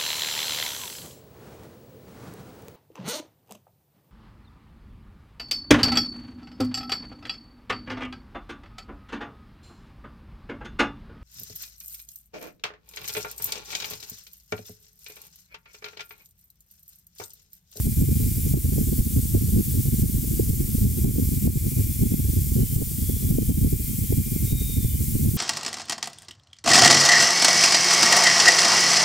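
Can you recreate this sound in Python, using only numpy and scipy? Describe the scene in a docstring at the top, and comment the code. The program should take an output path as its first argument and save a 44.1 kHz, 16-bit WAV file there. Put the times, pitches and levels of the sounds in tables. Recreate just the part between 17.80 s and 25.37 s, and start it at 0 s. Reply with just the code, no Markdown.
"""Air hisses out of a small hole in an inflatable vinyl toy: turbulent jet noise, as shaped random spectra.
The hole's edge whistles as gliding noise bands that narrow toward tones, clearly only once.
The air inside rings faintly as resonant noise and thin tones, over a weak diffuse rush.
The jet flutters against the microphone as low, lumpy noise with brief swings of pressure in its gusts;
the loudest peaks make a limiter duck the whole sound."""
import sys
import numpy as np
from scipy import signal
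from scipy.fft import rfft, irfft
from scipy.io import wavfile
from scipy.ndimage import uniform_filter1d, minimum_filter1d

SR = 44100
rng = np.random.default_rng(int(sys.argv[2]) if len(sys.argv) > 2 else 0)


def file_out(sig):
    """Save sig as 16-bit WAV at sys.argv[1]."""
    # one column per channel
    cols = np.atleast_2d(sig).T
    # limit, then scale
    lim = np.clip(cols, -1, 1)
    pcm = np.round(lim * 32767).astype(np.int16)
    wavfile.write(sys.argv[1], SR, pcm)


N = 333837
TIME, BINS = np.arange(N) / SR, np.fft.rfftfreq(N, 1 / SR)


def gain_of(db):
    """Logarithmic level: decibels become an amplitude factor."""
    return 10 ** (np.asarray(db) / 20)


def evened(x):
    """Normalisation of mean power: scales to rms 1."""
    return x / np.sqrt(np.mean(x ** 2) + 1e-20)


def at_frequency(points, hz):
    """Spectral interpolation: reads a table along a log-frequency axis."""
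    f, value = np.transpose(points)
    return np.interp(np.log(hz + 1), np.log(f + 1), value)


def noise(shape):
    """Spectral shaping: white noise filtered to the given gain per frequency, at rms 1."""
    return evened(irfft(rfft(rng.standard_normal(N)) * shape, N))


def drift(rate_hz):
    """Low-pass random fluctuation, up to about the given rate."""
    return noise(1 / (1 + (BINS / rate_hz) ** 4))


def pair(make, same):
    """Partial coherence: two draws of a sound mixed to a given left-right likeness (0-1)."""
    left = make()
    return np.array([left, same * left + np.sqrt(1 - same ** 2) * make()])


def bump(s, spread_s):
    """Gaussian envelope: a smooth rise and fall of height 1 around a moment."""
    return np.exp(-np.minimum(((TIME - s) / spread_s) ** 2, 100) / 2)


def room_air(level_db=-66, top_hz=1100):
    """Diffuse field: a faint low-pass rush, nearly independent at the two ports."""
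    return gain_of(level_db) * pair(lambda: drift(top_hz), same=0.12)


# broad resonances of the enclosed air, before the swells: pitch_hz, half_width_hz, level_db
RESONANCES = [(2128, 29, -64), (2370, 280, -66)]
# thin tones sung by the opening, before swell and shimmer: pitch_hz, level_db, swell_share (0-1)
THIN_TONES = [(1873, -78, .5), (2248, -70.5, .7), (2395, -64.5, 1), (2580, -76, .7), (2767, -73, .2),
              (5034, -69.5, .2), (5220, -66.5, .2), (5551, -66.5, .2), (5738, -66.5, .2)]
# slow swells of the ringing: centre_s, spread_s, rise_db
RING_SWELLS = [(.4, 0.38, 10), (2.513, 0.58, 4), (4.105, 0.55, 11), (6.616, 0.75, 12)]
RING_REST_DB = -8


def rings(shimmer_db=2.0):
    """Cavity resonance: the jet keeps the enclosed air ringing and sings thin, wavering tones."""
    swell_db = RING_REST_DB + sum(db * bump(s, spread) for s, spread, db in RING_SWELLS)
    out = np.zeros((2, N))
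    for hz, width, db in RESONANCES:
        response = 1 / (1 + ((BINS - hz) / width) ** 2)
        out += gain_of(db + swell_db) * pair(lambda: noise(response), same=0.42)
    for hz, db, share in THIN_TONES:
        wavering_hz = hz + 2.8 * drift(15)
        tone = evened(np.sin(2 * np.pi * np.cumsum(wavering_hz) / SR))
        out += gain_of(db + share * swell_db + shimmer_db * (drift(3.1) + 0.8)) * tone
    return out


# notes caught by the edge of the hole, level before envelope and unsteadiness:
# start_s, length_s, pitch_hz, glide_hz_per_s, level_db, purity (0-1)
EDGE_NOTES = [(1.12, 0.16, 4540, -200, -55, .2), (1.15, 1.05, 3350, 330, -64, 0.06),
              (3.1, 0.32, 3300, 82, -62, .05), (4.05, .62, 3480, -250, -57, .1),
              (4.738, .24, 3100, 0, -57, .15), (5.12, 0.45, 3300, 450, -56.5, .1),
              (5.52, 0.37, 3060, 329, -58, 0.4), (6.0, .11, 4490, 600, -55, .6),
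              (6.0, 0.7, 3150, 198.5, -58, 0.22), (6.64, 0.367, 3740, -170, -46, 0.82),
              (6.96, 0.21, 3590, -300, -52, 0.5), (7.07, 0.15, 2970, 700, -55.5, 0.5)]
NOTE_RISE_S, NOTE_FALL_S = 0.03, 0.032


def whistles(breadth_hz=130, waver_hz=40, ragged_db=1.2, arch_db=3):
    """Edge tones: gliding bands of breathy noise, nearer to a pure tone as the jet locks on the edge."""
    breathy = pair(lambda: drift(breadth_hz) + 1j * drift(breadth_hz), same=0.49)
    waver = waver_hz * drift(47.4)
    unsteady = gain_of(ragged_db * drift(15))
    out = np.zeros((2, N))
    for start, length, hz, glide, db, purity in EDGE_NOTES:
        held = (TIME > start) & (TIME < start + length)
        t = TIME[held] - start
        pitch_hz = hz + glide * t + (1 - purity) * waver[held]
        carrier = np.exp(2j * np.pi * np.cumsum(pitch_hz) / SR)
        envelope = np.minimum(t / NOTE_RISE_S, 1) * np.minimum((length - t) / NOTE_FALL_S, 1)
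        envelope = envelope * gain_of(arch_db * (np.sin(np.pi * t / length) - 1))  # fullest in the middle
        blend = np.sqrt(2 * purity) + np.sqrt(1 - purity) * breathy[:, held]
        out[:, held] += gain_of(db) * envelope * (carrier * blend).real
    return out * unsteady


# relative spectrum of wind on the microphone: frequency_hz, level_db (per Hz)
WIND_SPECTRUM = [(12, -61), (25, -13), (45, -6), (70, -0.5), (105, -1.5), (145, -4), (175, -11.5),
                 (210, -6.5), (270, -13), (350, -20), (450, -27.5), (600, -44), (850, -58), (1500, -58)]
# the jet drifts on and off the microphone, before flurries and lulls: time_s, level_db
JET_AIM = [(0, -20.5), (4.5, -21.5), (5.1, -26), (5.75, -17.5), (6.1, -24.5), (7.57, -20.5)]
# distinct gusts, from strong low buffets to weaker, faster, brighter ones, peak level before spray
# and limiter, and the flurry around each: time_s, level_db, eddy_rate_hz, flurry_spread_s
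DISTINCT_GUSTS = [(0.069, -8, 159, 0.012), (.224, -7.5, 141, 0.031), (.325, -10.5, 114, 0.016),
                  (.742, -4.5, 225, 0.025), (.985, -16.5, 274, 0.018), (1.131, -17, 284, 0.014),
                  (1.207, -9.5, 125, 0.014), (1.374, -9.5, 110, 0.0074), (1.552, -10, 252, 0.0076),
                  (1.765, -10, 208, 0.037), (2.228, -8, 97, 0.015), (2.35, -10.5, 100, 0.01),
                  (2.599, -11.5, 262, 0.013), (2.702, -9, 92, 0.0089), (3.055, -8, 131, 0.023),
                  (3.248, -7.5, 200, 0.041), (3.386, -10.5, 204, 0.03), (3.675, -5, 250, 0.029),
                  (3.988, -15.5, 248, 0.021), (4.235, -9, 202, 0.016), (4.342, -8, 207, .02),
                  (4.791, -11.5, 180, 0.05), (4.966, -8.5, 133, 0.0068), (5.021, -16.5, 293, 0.0088),
                  (5.295, -16, 217, 0.0066), (5.512, -8.5, 155, 0.022), (5.586, -10, 230, 0.0033),
                  (5.705, -7, 180, 0.015), (5.848, -8, 161, 0.02), (5.936, -7.5, 137, 0.0054),
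                  (6.326, -17, 258, 0.017), (6.386, -9.5, 103, .015), (6.729, -9, 119, 0.0076),
                  (7.05, -9.5, 156, 0.01), (7.454, -19.5, 243, 0.014)]
LULL_AFTER_S, LULL_SPREAD_S, LULL_DB = 0.1, 0.029, -1  # the wind slackens in the wake of each gust


def flutter(bright_db=4.0, split_hz=200, stir=1.07, flurry_db=3.9, puff_hz=29, puff_db=3.5,
            snap_db=2.55, snap_hz=70, ceiling_db=-10.5):
    """Intermittent turbulence: lumps lift small, fast eddies more than large; gusts stir, then slacken it."""
    stirred = sum(bump(s, spread) for s, db, hz, spread in DISTINCT_GUSTS)
    lulls = sum(bump(s + LULL_AFTER_S, LULL_SPREAD_S) for s, db, hz, spread in DISTINCT_GUSTS)
    # eddies pass as separate puffs, some ten to thirty a second
    puffs = noise(BINS / (BINS + 5) / (1 + (BINS / puff_hz) ** 4))
    lumps = 2 * np.tanh((puffs + stir * stirred) / 2)
    spectrum = rfft(noise(gain_of(at_frequency(WIND_SPECTRUM, BINS))))
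    low_pass = 1 / (1 + (BINS / split_hz) ** 4)
    large = irfft(spectrum * low_pass, N)
    small = irfft(spectrum * (1 - low_pass), N)
    small = small * gain_of(bright_db * (lumps - 0.5) + snap_db * (drift(snap_hz) - 0.5))
    eddies = evened((large + small) * gain_of(puff_db * lumps))
    aim_db = np.interp(TIME, *np.transpose(JET_AIM))
    eddies *= gain_of(aim_db + flurry_db * stirred + LULL_DB * lulls)
    # ordinary eddies are held to a peak ceiling, below the loudest gusts
    peak = -uniform_filter1d(minimum_filter1d(-abs(eddies), size=300), size=300)
    return eddies / np.maximum(peak / gain_of(ceiling_db), 1)


# phase lag of the wind at the right port: frequency_hz, lag_rad
PORT_LAG = [(10, .07), (50, .35), (100, .72), (200, 1.32), (400, 1.85), (800, 2.0)]


def wind(length_s=0.0029, uneven=0.41, spray_db=-23, spray_hz=420, apart_db=-39, right_db=0.9):
    """Turbulent pressure: gusts replace the flutter with a few uneven swings, left port first."""
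    pressure, wobble = flutter(), drift(218)
    spray = gain_of(spray_db) * noise((BINS / spray_hz) ** 2 / (1 + (BINS / spray_hz) ** 5.68))
    sides = rng.choice([-1, 1], len(DISTINCT_GUSTS))  # sign of the pressure swing
    for (s, db, hz, spread), side in zip(DISTINCT_GUSTS, sides):
        near = slice(max(round((s - 0.03) * SR), 0), round((s + 0.03) * SR))
        t = TIME[near] - s
        window = np.exp(-(t / length_s) ** 2 / 2)
        turns = np.cumsum(hz * (1 + uneven * wobble[near])) / SR
        swing = side * np.cos(2 * np.pi * (turns - np.interp(0, t, turns)))
        swing += spray[near] * (2 * hz / spray_hz) ** 2  # fast gusts break up into finer eddies
        pressure[near] += window * (gain_of(db) * swing - pressure[near])
    lag = np.exp(-1j * at_frequency(PORT_LAG, BINS))
    later = gain_of(right_db) * irfft(rfft(pressure) * lag, N)
    # eddies that differ between the ports
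    apart = gain_of(apart_db) * noise(gain_of(at_frequency(WIND_SPECTRUM, BINS)))
    return np.array([pressure + apart, later - apart])


# relative spectrum of the jet: frequency_hz, level_db (per Hz)
JET_SPECTRUM = [(650, -37), (1100, -24), (1500, -24), (2000, -18.5), (2700, -18.5), (3500, -14.5),
                (4100, -15), (4600, -12), (6500, -9), (7600, -4), (9700, -2.5), (10700, -3.5),
                (11600, -1.5), (12500, -0.2), (13300, -1), (15600, 1)]
# likeness of the hiss at the two ports: frequency_hz, coherence (0-1)
PORT_LIKENESS = [(1100, .25), (1700, .33), (2200, .64), (3500, .64), (5500, .66), (8000, .75), (11000, .81),
                 (14000, .885)]
# level of the hiss, left minus right: frequency_hz, difference_db
PORT_LEAN = [(1100, 0.23), (2500, 0), (5000, 0.25), (8000, 1.6), (15000, 1.6)]
HISS_DB = -28.4  # rms before the slow wander and the flicker


def hiss(patchy_db=0.77, flicker_db=0.5, wander_db=0.06):
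    """Jet noise: steady outflow in restless spectral patches, more coherent between ports toward the top."""
    frames, hz = N // 256 + 5, np.fft.rfftfreq(1024, 1 / SR)
    a, b, c, d, patches = rng.standard_normal((5, frames, 513))
    same, left = at_frequency(PORT_LIKENESS, hz), a + 1j * b
    ports = np.array([left, same * left + np.sqrt(1 - same ** 2) * (c + 1j * d)])
    patches = uniform_filter1d(patches, size=14, axis=0)  # smooth along time
    patches = evened(uniform_filter1d(patches, size=10, axis=1))  # and along frequency
    # a fine random ripple on the spectrum, unchanging in time
    ripple_db = 1.1 * evened(uniform_filter1d(rng.standard_normal(513), size=2))
    half_lean = at_frequency(PORT_LEAN, hz) / 2
    lean_db = np.array([half_lean, -half_lean])[:, None]
    ports *= gain_of(at_frequency(JET_SPECTRUM, hz) + patchy_db * patches + ripple_db + lean_db)
    _, jet = signal.istft(ports.transpose(0, 2, 1), nperseg=1024, noverlap=768)
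    return evened(jet[:, :N]) * gain_of(HISS_DB + wander_db * drift(3.5) + flicker_db * drift(19))


def scene():
    """Superposition: the jet, its tones and its wind over the faint rush."""
    return room_air() + rings() + whistles() + wind() + hiss()


def hold(over_db, release_s):
    """Peak detection with exponential release: follows each peak at once, then lets go."""
    fall = TIME / release_s
    return np.exp(np.maximum.accumulate(np.log(over_db + 1e-9) + fall) - fall)


EDGE_HZ = 15750  # upper band limit


def record(dry, limit_db=-11.0, release_s=0.11, slow_share=0.29, slow_release_s=0.76):
    """Peak limiting with quick, then slow release ducks everything on loud peaks; a low-pass follows."""
    smoothed = uniform_filter1d(dry, size=12, axis=1)
    peak_db = 20 * np.log10(abs(smoothed).max(0) + 1e-9)
    over_db = np.maximum(peak_db - limit_db, 0)
    duck_db = np.maximum(hold(over_db, release_s), slow_share * hold(over_db, slow_release_s))
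    limited = dry / gain_of(uniform_filter1d(duck_db, size=60))
    low_pass = signal.firwin(511, EDGE_HZ, window=("kaiser", 9), fs=SR)
    return signal.oaconvolve(limited, low_pass[None], "same")


dry = scene()
out = record(dry)
file_out(out)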